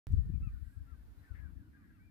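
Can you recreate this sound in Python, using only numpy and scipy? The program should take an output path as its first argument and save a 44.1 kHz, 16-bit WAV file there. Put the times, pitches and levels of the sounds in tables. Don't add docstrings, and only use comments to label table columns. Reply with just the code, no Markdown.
import sys
import numpy as np
from scipy import signal
from scipy.fft import rfft, irfft, next_fast_len
from scipy.io import wavfile

SR = 44100
rng = np.random.default_rng(int(sys.argv[2]) if len(sys.argv) > 2 else 0)


def wav_out(sig):
    wavfile.write(sys.argv[1], SR, np.round(np.clip(np.atleast_2d(sig).T, -1, 1) * 32767).astype(np.int16))


def ratio(d):
    e = np.asarray(d, float) / 20
    return 10 ** e


N = 92610


def rms_one(x):
    return x / np.sqrt(np.mean(x ** 2) + 1e-20)


def in_time(rows):
    seconds, values = np.transpose(rows)
    return np.interp(np.arange(N) / SR, seconds, values)


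def drift(rate_hz, size=N):
    r = np.exp(-2 * np.pi * rate_hz / SR)
    settle = 8000
    noise = rng.standard_normal(size + settle)
    return rms_one(signal.lfilter([1], [1, -2 * r, r * r], noise)[settle:])


def coloured(points):
    hz, db = np.transpose(points)
    size = next_fast_len(N)
    grid = np.arange(size // 2 + 1) * SR / size + 1
    gain = ratio(np.interp(np.log(grid), np.log(hz), db, left=-120, right=-120))
    spectrum = rfft(rng.standard_normal(size)) * gain
    return rms_one(irfft(spectrum, size)[:N])


def sides(db):
    return ratio(np.array([[.5], [-.5]]) * db)


# time in seconds, level in dB.
HISS_LEVEL = [(.07, -74.5), (.3, -79), (.55, -79), (.8, -80.5), (1.25, -78), (1.6, -82), (2.1, -83)]
# pitch in Hz, relative strength in dB per Hz.
HISS_COLOUR = [(900, -9.5), (1600, -1), (2300, -2.5), (3000, -6.5), (4500, -7), (6500, -13), (8400, -12),
               (12000, -8), (15500, -9.5)]


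def microphone_hiss():
    noise = np.array([coloured(HISS_COLOUR) for _ in range(2)])
    return ratio(in_time(HISS_LEVEL)) * sides(-1) * noise


# time in seconds, level in dB before the two noises are mixed.
DRONE_LEVEL = [(.1, -67), (.7, -65), (1.3, -65.5), (1.43, -62.5), (1.48, -59.5), (1.9, -60), (1.96, -62.5),
               (2.1, -64)]
# pitch in Hz, relative strength in dB per Hz.
DRONE_TONE = [(40, -27.5), (60, 4.5), (90, 8), (130, -5.5), (210, -1), (290, -0.5), (340, -9.5),
              (390, -22.5), (520, -33)]


def distant_drone():
    shared = coloured(DRONE_TONE)
    noise = np.array([0.7 * shared + 0.55 * coloured(DRONE_TONE) for _ in range(2)])
    return ratio(in_time(DRONE_LEVEL)) * sides(0.96) * noise


# time in seconds, level in dB.
RUSTLE_LEVEL = [(.07, -78), (.5, -83.5), (.8, -84), (.9, -79), (1.4, -76), (1.6, -81.5), (2.1, -84.5)]
# pitch in Hz, relative strength in dB per Hz.
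RUSTLE_COLOUR = [(250, -27), (400, 2), (600, -3.5), (1000, -4), (1500, -10), (2200, -27)]


def field_rustle():
    noise = np.array([coloured(RUSTLE_COLOUR) for _ in range(2)])
    return ratio(in_time(RUSTLE_LEVEL)) * sides(1.7) * noise


def pressure_swing(u, hz, length, edge_db, db):
    spread = 0.6 * length
    sag = 0.135
    edge_s, edge_multiple = 0.0033, 2.31
    shape = ratio(db) * np.exp(-.5 * (u / spread) ** 2)
    turn = 2 * np.pi * (hz * (u - sag * hz * u ** 2 / 2) + rng.random())
    edge_shape = ratio(db + edge_db) * np.exp(-.5 * (u / edge_s) ** 2)
    return shape * np.sin(turn) + edge_shape * np.sin(edge_multiple * turn), shape


# middle in seconds, peak of the outline in dB,
# pitch at the middle in Hz, length in seconds before the spread factor, sharp edge in dB against the peak.
PRESSURE_SWINGS = [
    [(0.139, -19.5, 89, 0.011, -13), (0.188, -23.5, 82.6, 0.015, -15.5), (0.21, -27.5, 68.4, 0.03, -35),
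     (0.236, -36, 60, 0.0047, -18), (0.301, -28, 133.3, 0.0075, -14.5), (0.341, -30, 86, 0.026, -5.5),
     (0.359, -21, 75, 0.0053, -23), (0.379, -27, 62.5, 0.01, -24), (0.411, -29.5, 76.6, 0.011, -38),
     (0.474, -29.5, 91.2, 0.014, -12), (0.543, -33.5, 65.4, 0.011, -34), (0.569, -32, 66, 0.011, -43),
     (0.631, -36, 71.4, 0.022, -24), (0.676, -39.5, 70.6, 0.011, -33), (0.775, -36, 78.5, 0.013, -33),
     (0.818, -38.5, 73, 0.021, -26), (0.933, -38.5, 68.6, 0.02, -29), (1.021, -47.5, 52.5, 0.065, -19),
     (1.181, -45.5, 68, 0.013, -13), (1.317, -34, 66, 0.012, -31), (1.346, -42, 60.6, 0.0095, -20),
     (1.398, -37.5, 60.7, 0.01, -36), (1.454, -37.5, 62, 0.025, -32), (1.492, -42.5, 64, 0.014, -39),
     (1.525, -43, 72.5, 0.02, -27), (1.573, -38.5, 68, 0.014, -29), (1.609, -46, 79, 0.013, -2.5),
     (1.683, -52.5, 100, 0.012, -5)],
    [(0.089, -34, 77, 0.005, -31), (0.164, -35, 74.2, 0.0089, -19), (0.209, -38, 71.7, 0.022, -23),
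     (0.27, -33, 71.4, 0.013, -33), (0.351, -38, 67, 0.017, -31), (0.43, -31.5, 61, 0.02, -35),
     (0.511, -38.5, 59.5, 0.023, -43), (0.543, -47, 84, 0.038, -38), (0.829, -48, 83, 0.044, -22),
     (1.033, -54, 58, 0.038, -1), (1.102, -49.5, 62.6, 0.045, -30), (1.575, -52.5, 98.5, 0.015, -10),
     (1.612, -50, 92, 0.011, -10)],
]
# time in seconds, level in dB before the trim and lumps.
STEADY_WIND = [
    [(.07, -40.5), (.12, -22), (.2, -27.5), (.35, -34.5), (.5, -35.5), (.6, -48), (.9, -52.5), (1.2, -59),
     (1.28, -61), (1.34, -48), (1.5, -49), (1.63, -63), (1.75, -63), (2.09, -57)],
    [(.07, -32.5), (.13, -33.5), (.2, -47), (.55, -52.5), (.62, -57.5), (.9, -63.5), (1.05, -59.5),
     (1.2, -57), (1.5, -59.5), (1.7, -63.5), (2.09, -56)],
]
# pitch in Hz, relative strength in dB per Hz.
WIND_TONE = [(20, -29), (32, -15.5), (45, 1.5), (88, -3), (130, -8.5), (200, -23), (300, -35.5), (450, -45),
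             (700, -69)]


def wind_and_low_swings():
    trim_db, lumps_db, swing_noise_db = -6, 4, -12
    out, t = np.zeros((2, N)), np.arange(N) / SR
    for port in range(2):
        swell = np.zeros(N)
        for middle, db, hz, length, edge_db in PRESSURE_SWINGS[port]:
            near = slice(max(int((middle - .1) * SR), 0), int((middle + .1) * SR))
            swings, shape = pressure_swing(t[near] - middle, hz, length, edge_db, db)
            out[port, near] += swings
            swell[near] += shape
        bed = ratio(in_time(STEADY_WIND[port]) + trim_db + lumps_db * drift(10.0))
        out[port] += (bed + ratio(swing_noise_db) * swell) * coloured(WIND_TONE)
    return out


# start in seconds, starting level in dB, pitch in Hz, left over right in dB.
CLICKS = [(.1005, -73, 5100, 3), (.1055, -73.5, 6150, -11.5), (0.1235, -52.5, 7830, -6),
          (.175, -58.5, 4320, -5)]


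def housing_clicks():
    t60_s = 0.0011
    out, u = np.zeros((2, N)), np.arange(300) / SR
    for start, db, hz, pan_db in CLICKS:
        i = int(start * SR)
        fade = ratio(db - 60 * u / t60_s)
        out[:, i:i + 300] += sides(pan_db) * fade * np.sin(2 * np.pi * hz * u)
    return out


def rough_burst(start, length, hz, width_hz, db, pan_db):
    swell_s, chop_db = .03, 2
    t = np.arange(N) / SR
    band = [hz - width_hz / 2, hz + width_hz / 2]
    sos = signal.butter(2, band, "band", fs=SR, output="sos")
    noise = rms_one(signal.sosfilt(sos, rng.standard_normal((2, N))))
    shape = np.clip(np.minimum(t - start, start + length - t) / swell_s, 0, 1)
    return sides(pan_db) * shape * ratio(db + chop_db * drift(120.0)) * noise


# start in seconds, length in seconds, centre in Hz, width in Hz,
# level in dB before the chopping, left over right in dB.
HISS_PATCHES = [(.58, .2, 11000, 2200, -86.5, 0), (.625, 0.18, 7950, 700, -89.5, 0)]


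def hiss_patches():
    return sum(rough_burst(*row) for row in HISS_PATCHES)


# start in seconds, length in seconds, centre in Hz, width in Hz,
# level in dB before the chopping, left over right in dB.
SQUAWK_ROWS = [(1.33, 0.095, 1834, 570, -70.5, 12.5), (1.39, 0.14, 1410, 580, -78, 5),
               (1.2, 0.11, 1750, 650, -80, 12.5), (0.455, 0.14, 1400, 500, -79, 4.5),
               (0.85, 0.11, 1900, 460, -84, 1), (1.7, 0.298, 1750, 500, -80.5, 7)]


def squawks():
    return sum(rough_burst(*row) for row in SQUAWK_ROWS)


def add_whistle(out, start, length, start_hz, top_hz, end_hz, db, octave_db, pan_db):
    rise_share, attack_s, release_s = .38, .014, .01
    flutter_db, flutter_hz, waver = 1.8, 70, .005
    fade_db = 3.5
    u = np.arange(int(length * SR)) / SR
    size, x = len(u), u / length
    before_top = np.clip(1 - x / rise_share, 0, 1)
    after_top = np.clip((x - rise_share) / (1 - rise_share), 0, 1)
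    hz = top_hz + (start_hz - top_hz) * before_top ** 1.49 + (end_hz - top_hz) * after_top ** 1.5
    hz = hz * (1 + waver * drift(40.0, size))
    turn = 2 * np.pi * (np.cumsum(hz) / SR + rng.random())
    ends = np.clip(np.minimum(u / attack_s, (length - u) / release_s), 0, 1)
    shape = np.sin(np.pi / 2 * ends) * ratio(-fade_db * (before_top ** 2 + after_top ** 2))
    shape = shape * np.sqrt(2)
    lag = 1.53 + .25 * drift(20.0, size)
    i = int(start * SR)
    for port, gain in enumerate(sides(pan_db)[:, 0]):
        p = turn + port * lag
        level = ratio(db + flutter_db * drift(flutter_hz, size))
        tone = np.sin(p) + ratio(octave_db) * np.sin(turn + p)
        out[port, i:i + size] += gain * shape * level * tone


def add_chatter(out):
    per_second, low_hz, high_hz = 90, 1350, 1950
    for when, height, stretch, loudness, side in rng.random((int(per_second * N / SR), 5)):
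        top = low_hz * (high_hz / low_hz) ** height
        add_whistle(out, when * N / SR, .025 + .04 * stretch, 1.1 * top, top, top * (1 - .15 * stretch),
                    -89.5 + 5 * loudness, -30, 3 + 8 * (side - .5))


# start in seconds, length in seconds, start pitch in Hz, top pitch in Hz
# (where the glide turns), end pitch in Hz, level in dB before fade and flutter,
# octave in dB against the tone, left over right in dB.
WHISTLES = [(0.098, 0.11, 1562, 1770, 1725, -87.5, -33, 0.5),
            (0.227, 0.042, 1710, 1858, 1740, -80.5, -26, 6.5),
            (0.266, .058, 1777, 1816, 1650, -85, -37, -10), (.322, 0.055, 2365, 2450, 2180, -81.5, -25, 12),
            (0.412, 0.087, 1220, 1325, 1165, -73.5, -1.5, 10),
            (.42, 0.018, 2180, 2190, 2190, -79, -31, -14), (0.512, 0.046, 1690, 1798, 1700, -78.5, -34, 6),
            (.512, 0.032, 1470, 1516, 1560, -78, -32, -2), (0.542, 0.04, 1460, 1454, 1380, -77.5, -33, -11),
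            (0.641, 0.023, 1940, 1930, 1880, -79, -30, 4),
            (0.644, 0.076, 1603, 1577, 1405, -79.5, -54, -10),
            (0.718, 0.045, 1620, 1626, 1630, -76, -38, -3), (0.789, 0.036, 1620, 1646, 1570, -79, -26, -2),
            (0.864, 0.089, 1297, 1383, 1090, -74.5, -23, 10.5),
            (0.929, .03, 1540, 1594, 1470, -77, -36, 10), (1.178, 0.034, 4120, 4020, 4020, -86, -35, -10),
            (1.238, 0.034, 1750, 1760, 1750, -71.5, -35, 1),
            (1.266, 0.086, 1596, 1520, 1235, -71, -47, 3.5), (1.33, 0.032, 2600, 2690, 2720, -83.5, -30, 6),
            (1.347, 0.033, 1635, 1736, 1880, -66.5, -30, 6), (1.347, .06, 2040, 2170, 1950, -78.5, -30, 6),
            (1.398, 0.088, 1657, 1670, 1400, -68, -43, 2.5), (1.415, 0.086, 2300, 2276, 2316, -86, -30, 4),
            (1.488, 0.033, 1516, 1550, 1500, -77, -30, 2), (1.564, 0.081, 1676, 1689, 1384, -81, -35, -5),
            (1.63, 0.081, 1543, 1492, 1350, -83.5, -13, 3), (1.735, 0.041, 1630, 1613, 1600, -68.5, -47, 3),
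            (1.761, 0.095, 1206, 1208, 1035, -81, -7, 0), (1.814, 0.056, 1620, 1680, 1580, -73.5, -34, 3.5),
            (1.889, 0.031, 1653, 1646, 1520, -71, -44, 6),
            (1.923, 0.077, 1416, 1350, 1090, -82.5, -7.5, 10),
            (1.993, .058, 2114, 2290, 2390, -79, -30, 11), (2.038, .065, 2370, 2430, 2260, -83, -33, 13),
            (1.984, 0.046, 1543, 1556, 1500, -75, -30, 4)]
# delays in seconds, then levels in dB against the direct sound.
ECHO_DELAYS = [.023, .047]
ECHO_LEVELS = [-14, -19]


def flock():
    out = np.zeros((2, N + SR))
    for row in WHISTLES:
        add_whistle(out, *row)
    add_chatter(out)
    out = out[:, :N]
    wet = out.copy()
    for delay, db in zip(ECHO_DELAYS, ECHO_LEVELS):
        k = int(delay * SR)
        wet[:, k:] += ratio(db) * out[::-1, :-k]
    return wet


def scene():
    background = microphone_hiss() + distant_drone() + field_rustle()
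    background = background + wind_and_low_swings() + housing_clicks()
    return background + hiss_patches() + squawks() + flock()


def top_cut(x):
    return signal.sosfilt(signal.butter(12, 16350, fs=SR, output="sos"), x)


def record(dry):
    started = np.arange(N) >= .0695 * SR
    return top_cut(dry * started)


dry = scene()
out = record(dry)
wav_out(out)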